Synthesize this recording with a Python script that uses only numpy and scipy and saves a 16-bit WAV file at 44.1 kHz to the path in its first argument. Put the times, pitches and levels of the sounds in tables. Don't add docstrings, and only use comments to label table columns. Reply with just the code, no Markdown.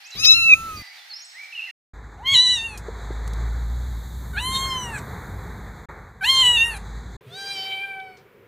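import sys
import numpy as np
from scipy import signal
from scipy.fft import rfft, irfft, next_fast_len
from scipy.io import wavfile
from scipy.ndimage import uniform_filter1d

SR = 44100
rng = np.random.default_rng(int(sys.argv[2]) if len(sys.argv) > 2 else 0)


def waveform_to_disk(signal):
    frames = np.transpose(np.atleast_2d(signal))
    scaled = np.clip(frames, -1, 1) * 32767
    samples = np.round(scaled).astype(np.int16)
    wavfile.write(sys.argv[1], SR, samples)


N = 373527
TIME = np.arange(N) / SR
TOP_HZ = 15450


def undb(db):
    return np.exp(np.asarray(db) * (np.log(10) / 20))


def unit(x):
    return x / np.sqrt(np.mean(x ** 2) + 1e-20)


def curves(table, t=TIME):
    s, *columns = np.transpose(table)
    return [np.interp(t, s, column) for column in columns]


def colour(points, hz):
    f, db = np.transpose(points)
    return undb(np.interp(np.log(np.maximum(hz, 1)), np.log(f), db))


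def noise(points):
    size = next_fast_len(N)
    spectrum = rfft(rng.standard_normal(size))
    spectrum = spectrum * colour(points, np.fft.rfftfreq(size, 1 / SR))
    return unit(irfft(spectrum, size)[:N])


def walk(rate, size=N):
    k = max(int(SR / rate), 1)
    steps = np.repeat(rng.standard_normal(size // k + 1), k)
    return unit(uniform_filter1d(steps, k))[:size]


def during(start, end, t=TIME):
    return np.clip(np.minimum(t - start, end - t) / .004, 0, 1)


def swell(t, peak_s, fall_s):
    return -10 * ((t - peak_s) / fall_s) ** 2


def room(x, t60, wet_db):
    t = TIME[:SR]
    tail = rng.standard_normal(SR) * undb(-60 * t / t60) * (t > .003)
    tail = tail / np.linalg.norm(tail)
    return x + undb(wet_db) * signal.fftconvolve(x, tail)[:N]


def resonance(hz, db, centre_hz, width_hz):
    return undb(db) / (1 + ((hz - centre_hz) / width_hz) ** 2) ** 2


# [t/s, length/s, start f/Hz, end f/Hz, level/dB]
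WHISTLES = [(.035, .045, 4150, 8200, -49.5), (.04, 0.084, 2440, 2800, -49),
            (0.105, 0.013, 7700, 4100, -44.5), (0.114, 0.055, 4040, 3850, -41),
            (0.438, 0.013, 4900, 3850, -41), (0.752, 0.017, 6530, 4930, -51),
            (0.763, 0.042, 4830, 4520, -41), (0.781, .1, 2070, 1960, -49.5), (.9, .05, 2210, 2290, -51),
            (.97, .06, 3750, 3400, -52), (1.096, 0.046, 4460, 4050, -42.5),
            (1.133, 0.018, 4960, 5070, -37.5), (1.158, 0.02, 5270, 5430, -39),
            (1.19, .028, 5650, 5740, -47), (1.216, 0.023, 6400, 6840, -46.5),
            (1.245, 0.022, 7900, 8200, -49.5), (1.344, 0.057, 1790, 2266, -46),
            (1.384, 0.067, 2230, 2390, -41), (1.523, 0.021, 2850, 2500, -38),
            (1.548, 0.023, 2960, 2725, -35.5), (1.572, 0.039, 2858, 2538, -31.5),
            (1.616, 0.043, 2850, 2640, -37.5), (1.655, 0.016, 2820, 2640, -42),
            (1.67, 0.032, 2172, 1802, -42)]


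def birds(waver):
    out = np.zeros(N)
    for s, length, start_hz, end_hz, db in WHISTLES:
        u = np.linspace(0, 1, int(length * SR))
        hz = start_hz * (end_hz / start_hz) ** u * (1 + waver * walk(300, len(u)))
        tone = np.sin(2 * np.pi * np.cumsum(hz) / SR)
        arch = np.sqrt(u * (1 - u))
        out[int(s * SR):][:len(u)] += undb(db) * unit(arch * tone)
    return out


# [f/Hz, relative level/dB]
GARDEN_AIR = [(120, -62.5), (200, -33.5), (506, -24), (827, -4.5), (1010, -14.5), (1910, -1.5), (3480, -8),
              (4260, -3), (4660, -12), (5110, -8), (7480, -20.5), (15500, -24)]
# [f/Hz, relative level/dB]
GARDEN_GUST = [(30, -8), (80, 1.5), (150, -7.5), (300, -11.5), (600, -21), (1500, -26.5), (4000, -24),
               (8000, -33), (15000, -27.5)]


def garden_background():
    gust = undb(-42.0) * noise(GARDEN_GUST) * during(0.1475, .825)
    song = room(birds(waver=0.015), t60=1.0, wet_db=-2)
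    far = song + undb(-50) * noise(GARDEN_AIR) * undb(1.3 * walk(17))
    spread = undb(-50.5) * noise(GARDEN_AIR) * np.array([[1], [-1]])
    return gust + far * undb(np.array([[-1.2], [1.2]])) + spread


# [t/s, f/Hz]
DRONE_PITCH = [(1.94, 53), (3.47, 56), (3.82, 58), (4.6, 59), (5.7, 52), (7.16, 55.5)]
# [t/s, level/dB]
DRONE_LEVEL = [(1.95, -40), (2.51, -52.5), (2.82, -36.5), (3.44, -23.5), (3.98, -27.5), (4.02, -33.5),
               (4.33, -33), (5.03, -52), (5.35, -38.5), (6.38, -54), (6.41, -44), (7.0, -32), (7.06, -44),
               (7.15, -39)]


def drone():
    hz, = curves(DRONE_PITCH)
    level_db, = curves(DRONE_LEVEL)
    phase = 2 * np.pi * np.cumsum(hz * (1 + 0.028 * walk(24.91))) / SR
    tone = np.sin(phase) + undb(-15.5) * np.sin(2 * phase) + undb(-27.5) * np.sin(3 * phase)
    return undb(level_db - 0.15) * unit(tone)


# [t/s, level/dB]
RUMBLE_LEVEL = [(1.94, -43), (2.4, -45), (3.42, -37), (4.1, -39), (4.52, -30.5), (4.7, -34.5),
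                (5.55, -34.5), (6.15, -47.5), (6.48, -37.5), (6.62, -43), (7.0, -37.5)]
# [f/Hz, relative level/dB]
RUMBLE_COLOUR = [(12, -36), (20, -21.5), (43, -5), (64, 5), (166, -3.5), (214, -6.5), (362, -19),
                 (400, -13), (520, -44), (880, -120)]


def rumble():
    return undb(curves(RUMBLE_LEVEL)[0] - 1.93) * noise(RUMBLE_COLOUR)


# [t/s, body level/dB, hiss level/dB]
RUSH_LEVELS = [(1.94, -49, -63.5), (2.6, -50, -63), (2.95, -42, -52.5), (3.4, -42.5, -52.5),
               (4.15, -50.5, -53.5), (4.65, -41, -58), (5.1, -39.5, -54), (5.85, -46.5, -60),
               (5.9, -39.5, -62), (6.18, -53.5, -68.5), (6.4, -41.5, -73), (6.8, -44.5, -53.5),
               (7.16, -49, -56)]
# [f/Hz, relative level/dB]
RUSH_COLOUR = [(200, -27.5), (320, -4), (430, 2), (620, -5), (800, 1), (1300, -2), (1800, -2), (2250, -8.5),
               (2800, -41.5), (15500, -84)]
# [f/Hz, relative level/dB]
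HISS_COLOUR = [(2800, -39), (3400, -4), (3900, 1.5), (4500, -6), (5400, -21.5), (6300, -7), (7400, -6.5),
               (8400, -16.5), (10000, -24), (12000, -24), (14500, -21), (15500, -28)]
# [peak t/s, time to fall 10 dB/s, level/dB]
AIR_SWELL = (4.6, 1.05, -54)
# [f/Hz, relative level/dB]
AIR_COLOUR = [(4000, -28), (7000, -1), (10000, -5.5), (12500, -1.5), (14500, 0.5), (15500, -5.5)]


def rush():
    body_db, hiss_db = curves(RUSH_LEVELS)
    flicker = undb(0.71 * walk(26))
    bands = undb(body_db) * noise(RUSH_COLOUR) + undb(hiss_db) * noise(HISS_COLOUR)
    peak_s, fall_s, air_db = AIR_SWELL
    thin = undb(air_db + swell(TIME, peak_s, fall_s)) * noise(AIR_COLOUR)
    return flicker * bands + thin


# [f/Hz, relative level/dB]
DOOR_AIR = [(18, -50.5), (30, -22), (123, -3), (315, -14), (399, 4), (787, -23), (921, -15), (2020, -18),
            (2300, -19), (3780, -30.5), (4540, -36), (8950, -43.5), (15500, -32)]


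def door_background():
    return undb(-51.0 + 1.0 * walk(7.2)) * noise(DOOR_AIR)


# [t/s, centre f/Hz, width/Hz, decay/s,
# level/dB]
KNOCKS = [(2.316, 100, 69.6, 0.027, -34), (2.882, 446, 129, 0.0071, -28.5),
          (3.104, 380, 258, 0.0043, -27.5), (3.277, 6400, 9000, .0031, -39.5),
          (3.334, 6160, 9000, .0042, -43), (7.209, 910, 1400, 0.018, -58), (7.26, 136, 40, 0.068, -46),
          (8.001, 3560, 500, .0015, -42), (8.17, 4520, 3000, 0.025, -59)]
# [t/s, level/dB]
SMACKS = [(2.775, -39.5), (4.985, -48), (6.766, -49)]
SMACK_HZ, SMACK_WIDTH_HZ, SMACK_DECAY_S = 6400, 7500, 0.011


def knocks():
    out, t = np.zeros(N), TIME[:SR // 8]
    smacks = [(s, SMACK_HZ, SMACK_WIDTH_HZ, SMACK_DECAY_S, db) for s, db in SMACKS]
    for s, hz, width_hz, decay, db in KNOCKS + smacks:
        push = rng.standard_normal(len(t)) * np.exp(-t / decay)
        body = signal.iirpeak(hz, hz / width_hz, fs=SR)
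        ring = signal.lfilter(*body, signal.lfilter(*body, push))
        ring = undb(db) * ring * np.sqrt(decay * SR / np.sum(ring ** 2))
        place = out[int(s * SR):][:len(t)]
        place += ring[:len(place)]
    return out


# [peak t/s, time to fall 10 dB/s, fade at the ends/s, peak level/dB, plateau level/dB]
SWELLS = dict(garden=(0.7, 0.2, 0.14, -31.5, -39.5), mew_1=(2.33, 0.2, 0.03, -40.5, -50),
          mew_2=(4.61, 0.27, 0.1, -31.5, -40.5), mew_3=(6.39, 0.18, 0.02, -30.5, -44.5),
          door=(8.04, 0.15, 0.18, -39, -43.5))
# [wait/s, attack/s, hold/s, release/s, peak level/dB, sheen level/dB]
EFFORTS = dict(garden=(.004, .051, .18, .74, -43, -2), mew_1=(.07, .1, .2, .28, -34.5, -17),
           mew_2=(.004, .1, .22, .43, -39, 2), mew_3=(.004, .05, .2, .52, -32.5, -1),
           door=(.004, .12, .12, .25, -33.5, 2))
# [start width/Hz, settled width/Hz, time to settle/s]
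MOUTH_WIDTHS = dict(garden=(2100, 750, 0.18), mew_1=(1760, 700, .23), mew_2=(1200, 730, 0.11),
                mew_3=(1280, 790, 0.12), door=(470, 830, 0.23))
SILENT_DB, ATTACK_FROM_DB, RELEASE_TO_DB = -70, -34, -33


def controls(table, name, t):
    pitch, mouth_db, mouth_hz = curves(table, t)
    peak_s, fall_s, fade_s, low_db, plateau_db = SWELLS[name]
    wait_s, attack_s, hold_s, release_s, over_db, sheen_db = EFFORTS[name]
    start_hz, settled_hz, settle_s = MOUTH_WIDTHS[name]
    age = t - t[0]
    fade = np.clip(np.minimum(age, t[-1] - t) / fade_s, 1e-3, 1)
    low_db = np.maximum(low_db + swell(t, peak_s, fall_s), plateau_db) + 20 * np.log10(fade)
    stages = np.cumsum([0, wait_s, attack_s, hold_s, release_s])
    over_db = over_db + np.interp(age, stages, [SILENT_DB, ATTACK_FROM_DB, 0, 0, RELEASE_TO_DB])
    width_hz = np.interp(age, [0, settle_s], [start_hz, settled_hz])
    return pitch, low_db, mouth_db, mouth_hz, width_hz, over_db, sheen_db


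# [t/s, half length/s, rasp 0-1, period doubling 0-1]
RASPS = [(.233, .008, .2, .1), (.253, .008, .4, 1), (.29, .025, .05, .03), (.335, .015, .08, .05),
         (2.275, .03, .2, .02), (2.348, .03, .28, .12), (2.39, .015, .1, .04), (2.46, .05, .04, .03),
         (2.76, .04, .35, 0), (4.385, .03, .45, .1), (4.565, .07, .12, .12), (4.562, .03, .1, .6),
         (4.64, .04, .02, .15), (4.975, .04, .5, 0), (6.243, .022, .5, .1), (6.29, .025, .12, .06),
         (6.375, .045, .13, .08), (6.455, .025, .16, .2), (6.59, .04, .12, 0), (6.755, .035, .6, 0),
         (7.635, .025, .2, .25), (7.715, .015, .38, .12), (7.8, .02, .12, .05)]
# [t/s, level/dB, centre f/Hz]
UPPER_RESONANCE = dict( garden=[(.15, -47.5, 4570), (.2, -21, 5520), (.225, -26, 5960), (.245, -15, 5600),
                   (.254, -13, 4800), (.263, -10, 5600), (.275, -8, 5680), (.305, -23.5, 5870),
                   (.32, -12.5, 5740), (.36, -28.5, 5950), (.5, -35, 6130), (.57, -43.5, 6400),
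                   (.825, -56, 6100)], mew_1=[(2.24, -75.5, 6400), (2.28, -45, 6550), (2.35, -30.5, 6960),
                   (2.42, -39.5, 6160), (2.52, -37.5, 6560), (2.58, -39.5, 5850), (2.63, -52, 5990),
                   (2.78, -70, 5900)], mew_2=[(4.35, -54, 4000), (4.385, -33.5, 3900), (4.42, -37, 3970),
                   (4.43, -54, 7250), (4.58, -43.5, 7140), (4.65, -52, 6190), (4.72, -36.5, 5200),
                   (4.8, -37, 5800), (4.9, -60, 5600), (4.96, -53, 3980)], mew_3=[(6.21, -59.5, 4360),
                   (6.247, -27, 4400), (6.275, -48, 5150), (6.32, -37, 5300), (6.37, -36, 6600),
                   (6.42, -36, 7200), (6.46, -29, 7600), (6.53, -40, 7400), (6.6, -41.5, 6330),
                   (6.66, -43, 5500), (6.72, -51, 4200), (6.785, -56, 4000)], door=[(7.26, -73, 3000),
                   (7.33, -47, 3540), (7.37, -44, 4360), (7.47, -40, 4400), (7.515, -32, 4250),
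                   (7.57, -38, 4800), (7.65, -40, 4600), (7.71, -51, 4600), (7.75, -62, 4600),
                   (7.83, -57, 4170), (7.96, -79, 4500), (8.06, -64, 4600), (8.19, -68, 4530)])
# [t/s, level/dB, centre f/Hz]
TOP_RESONANCE = dict( mew_1=[(2.24, -84, 11000), (2.275, -52, 11100), (2.31, -53, 11200),
                 (2.345, -44, 11000), (2.39, -46, 8900), (2.57, -48, 8800), (2.62, -56, 9500),
                 (2.68, -54, 9700), (2.78, -65, 9500)], mew_2=[(4.36, -66, 9000), (4.45, -41.5, 9900),
                 (4.56, -46, 10200), (4.68, -64, 9500), (4.84, -51, 8300), (4.91, -57, 8500),
                 (4.96, -48, 8100), (5.0, -49, 7400)], mew_3=[(6.21, -63, 10500), (6.25, -49, 10800),
                 (6.33, -46, 9900), (6.47, -45, 8400), (6.53, -52, 9500), (6.6, -46, 10000),
                 (6.69, -43, 9900), (6.74, -52, 10000), (6.785, -48, 9700)], door=[(7.26, -80, 8500),
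                 (7.46, -68, 8600), (7.52, -53, 9200), (7.58, -61, 6900), (7.72, -65, 7000),
                 (7.78, -68, 9600), (8.19, -84, 8500)])
UPPER_WIDTH_HZ, TOP_WIDTH_HZ = 840, 1500
TOP_TURBULENCE = 1.3
DOUBLING_FULL_HZ = 3630
VOICE_FADE_S = 0.0099


def meow(table, name, throat, jitter, shimmer, airy_hz, rasp_depth):
    span = (TIME >= table[0][0]) & (TIME <= table[-1][0])
    t = TIME[span]
    size = len(t)
    pitch, low_db, mouth_db, mouth_hz, width_hz, over_db, sheen_db = controls(table, name, t)
    upper_db, upper_hz = curves(UPPER_RESONANCE[name], t)
    top_db, top_hz = curves(TOP_RESONANCE[name], t) if name in TOP_RESONANCE else (-np.inf, 0)
    rasp, doubling = 0, 0
    for s, length, rough, double in RASPS:
        bump = np.exp(-((t - s) / length) ** 2)
        rasp = rasp + rough * bump
        doubling = doubling + double * bump

    def tract(hz):
        mouth = resonance(hz, mouth_db, mouth_hz, width_hz)
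        upper = resonance(hz, upper_db, upper_hz, UPPER_WIDTH_HZ)
        sheen = sheen_db * np.clip(np.log2(hz / 7000), 0, 1)
        overtones = undb(over_db + sheen) * colour(throat, hz)
        return np.hypot(np.hypot(mouth, upper), overtones) * (hz < TOP_HZ)

    def flutter(rate):
        real = unit(uniform_filter1d(walk(rate, size), SR // 1400))
        imaginary = unit(uniform_filter1d(walk(rate, size), SR // 1400))
        return real + 1j * imaginary

    shake = jitter * walk(180, size) + rasp_depth * rasp * walk(450, size)
    phase = 2 * np.pi * np.cumsum(pitch * (1 + shake)) / SR
    voice = undb(low_db) * np.sin(phase)
    for k in np.arange(2, int(TOP_HZ / np.median(pitch)) + 1):
        hz = k * pitch
        air = .5 * rasp + .5 / (1 + (airy_hz / hz) ** 5)
        line = (1 + shimmer * walk(45, size) + air * flutter(700)) / np.sqrt(1 + 2 * air ** 2)
        hiss = (1 + TOP_TURBULENCE * flutter(1100)) / np.sqrt(1 + 2 * TOP_TURBULENCE ** 2)
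        top = resonance(hz, top_db, top_hz, TOP_WIDTH_HZ)
        voice += np.imag((tract(hz) * line + top * hiss) * np.exp(1j * k * phase))
        if k < 8:
            half = hz + pitch / 2
            wobble = 1 + air * flutter(700).real
            strength = doubling * wobble * np.minimum(half / DOUBLING_FULL_HZ, 1) ** 4
            voice += strength * tract(half) * np.sin((k + .5) * phase)
    fade = during(t[0], t[-1], t) * np.minimum((t[-1] - t) / VOICE_FADE_S, 1)
    out = np.zeros(N)
    out[span] = np.sqrt(2) * voice * fade
    return out


# [t/s, pitch f/Hz, mouth resonance level/dB, mouth centre f/Hz]
GARDEN_MEOW = [(0.15, 1006, -47, 3500), (0.188, 1230, -37.5, 3450), (0.222, 1300, -27.5, 2980),
               (0.24, 1350, -16, 3150), (0.246, 1280, -17, 3300), (0.254, 1246, -11, 4100),
               (0.26, 1255, -16, 3500), (0.268, 1272, -15.5, 3350), (0.293, 1320, -6, 3640),
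               (0.311, 1324, -4, 3650), (0.315, 1295, -5.5, 3580), (0.343, 1320, -7.5, 3500),
               (0.35, 1368, -10, 3385), (0.42, 1341, -10.5, 3260), (0.487, 1313, -13, 2790),
               (0.52, 1267, -7, 2460), (0.539, 1221, -3.5, 2360), (0.545, 1270, -19, 2500),
               (0.562, 1324, -33, 2750), (0.661, 1326, -54, 2900), (0.75, 1250, -45, 2660),
               (0.825, 1186, -46, 2450)]
# [f/Hz, level/dB]
GARDEN_THROAT = [(2600, -2.5), (3500, -15.5), (5300, -8.5), (6200, -6), (7200, -14.5), (8200, -20.5),
                 (8900, 0.5), (9700, -10), (10700, 2), (11700, -7), (13000, -5.5), (15500, -20.5)]
# [f/Hz, left minus right level/dB]
GARDEN_PAN = [(1300, -1.5), (2600, -1.5), (4000, 5), (5200, 12.5), (6500, 6), (12000, 13)]


def garden_kitten():
    cry = meow(GARDEN_MEOW, "garden", GARDEN_THROAT, jitter=.0015, shimmer=.11, airy_hz=13000, rasp_depth=.04)
    cry = room(cry, t60=.2, wet_db=-26)
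    hz = np.fft.rfftfreq(N, 1 / SR)
    lead_s = .00011
    left = np.sqrt(colour(GARDEN_PAN, hz)) * np.exp(1j * np.pi * hz * lead_s)
    sides = np.array([left, 1 / left])
    sides = sides / np.sqrt(np.mean(abs(sides) ** 2, axis=0))
    return irfft(rfft(cry) * sides, N)


# [t/s, pitch f/Hz, mouth resonance level/dB, mouth centre f/Hz]
FLUFFY_MEOW_1 = [(2.17, 632, -62, 700), (2.22, 880, -60, 1100), (2.24, 995, -52, 2100),
                 (2.26, 1036, -31, 2900), (2.288, 1086, -19.5, 3040), (2.336, 1108, -15, 3150),
                 (2.35, 1020, -11.5, 3500), (2.366, 967, -12.5, 3650), (2.39, 981, -11, 3740),
                 (2.44, 1001, -14.5, 3930), (2.48, 982, -18.5, 3750), (2.505, 993, -14.5, 3590),
                 (2.547, 975, -19, 3600), (2.591, 902, -25.5, 3360), (2.657, 921, -31.5, 2820),
                 (2.71, 872, -43.5, 2580), (2.78, 810, -45, 2210)]
FLUFFY_MEOW_2 = [(4.33, 767, -47, 1000), (4.36, 712, -35, 1290), (4.383, 842, -24.5, 1900),
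                 (4.412, 977, -36.5, 3180), (4.474, 1042, -30, 3200), (4.52, 1052, -33, 3440),
                 (4.555, 1057, -22.5, 3800), (4.605, 1068, -31.5, 3500), (4.681, 1065, -29, 2760),
                 (4.76, 1028, -29.5, 2830), (4.83, 988, -37.5, 2934), (4.922, 901, -37, 2110),
                 (4.965, 810, -30, 1850), (5.0, 691, -46, 1700)]
FLUFFY_MEOW_3 = [(6.208, 785, -36, 1200), (6.232, 758, -31, 1550), (6.246, 851.5, -23.5, 2240),
                 (6.268, 978, -27, 2870), (6.3, 1069, -13.5, 3330), (6.355, 1050, -17.5, 3630),
                 (6.417, 1051, -12.5, 3550), (6.435, 990.3, -18, 2830), (6.559, 954, -17, 3060),
                 (6.579, 899, -17.5, 3030), (6.638, 921, -15.5, 2750), (6.655, 940, -23.5, 2560),
                 (6.69, 932, -26.5, 2420), (6.73, 880, -32, 2160), (6.76, 788, -41, 2000),
                 (6.785, 792, -51, 2000)]
# [f/Hz, level/dB]
FLUFFY_THROAT = [(2100, -0.5), (3000, -9), (3600, -4.5), (4500, 6), (5300, -33), (6200, -11), (7200, -8),
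                 (8300, -12.5), (9500, -17), (11000, -18), (13000, -23), (15500, -24.5)]
# [f/Hz, level/dB]
FLUFFY_HOLLOW = [(4350, 1), (4620, -14.5), (4900, -43.5), (5080, -23.5), (5270, -0.5), (5500, -11),
                 (5850, 8.5), (6150, -0.5), (6400, 3), (6650, -2), (7400, 2.5), (7850, 2.5), (8250, -3.5),
                 (9100, 0), (9600, 3), (9950, -8), (10400, 1.5), (10750, 4), (11150, -5), (11750, 6),
                 (12500, -0.5)]


def fluffy_kitten():
    voice = dict(jitter=.0018, shimmer=.17, airy_hz=13500, rasp_depth=.035)
    mews = meow(FLUFFY_MEOW_1, "mew_1", FLUFFY_THROAT, **voice)
    mews += meow(FLUFFY_MEOW_2, "mew_2", FLUFFY_THROAT, **voice)
    mews += meow(FLUFFY_MEOW_3, "mew_3", FLUFFY_THROAT, **voice)
    hz = np.fft.rfftfreq(N, 1 / SR)
    ripple = undb(2.2 * walk(60, len(hz)) * np.clip(hz / 4500 - 1, 0, 1) ** .5)
    mews = irfft(rfft(mews) * colour(FLUFFY_HOLLOW, hz) * ripple, N)
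    return room(mews, t60=.2, wet_db=-14)


# [t/s, pitch f/Hz, mouth resonance level/dB, mouth centre f/Hz]
DOOR_MEOW = [(7.26, 600, -68, 2290), (7.307, 674, -55, 3200), (7.371, 786, -40, 3810),
             (7.46, 790, -43, 3300), (7.515, 795, -37, 2530), (7.594, 767, -34, 2800),
             (7.67, 772.4, -32, 2850), (7.73, 769.5, -27, 2870), (7.79, 779, -31.5, 2700),
             (7.837, 791.4, -28.5, 2160), (7.87, 786, -36, 2040), (7.94, 775.4, -37.5, 2030),
             (8.045, 765, -41, 2044), (8.19, 730, -60, 1934)]
# [f/Hz, level/dB]
DOOR_THROAT = [(1500, -6), (2400, -18), (3500, -18), (4600, -9.5), (5300, -16), (6200, -17.5), (7200, -28),
               (8300, -29), (9500, -26), (11000, -49), (13000, -42), (15500, -37)]


def door_kitten():
    cry = meow(DOOR_MEOW, "door", DOOR_THROAT, jitter=.0035, shimmer=.3, airy_hz=7500, rasp_depth=.03)
    open_mouth = np.exp(-((TIME - 7.62) / 0.27) ** 2)
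    breath = noise([(60, -13), (600, 1.5), (1500, -2.5), (3500, 3.0), (6000, -18.0), (8000, -12), (14000, -11.5)])
    cry += undb(-46.0) * open_mouth * breath
    return room(cry, t60=.7, wet_db=-13)


def scene():
    garden = (garden_background() + garden_kitten()) * during(0, 1.712)
    playroom = drone() + rumble() + rush() + fluffy_kitten()
    playroom = playroom * (during(1.934, 5.858) + during(5.886, 7.168))
    doorway = (door_background() + door_kitten()) * during(7.208, 9)
    return garden + playroom + doorway + knocks()


def record(dry):
    low_pass = signal.ellip(10, .2, 90, TOP_HZ, fs=SR, output="sos")
    return signal.sosfilt(low_pass, np.clip(dry, -.93, .93))


dry = scene()
out = record(dry)
waveform_to_disk(out)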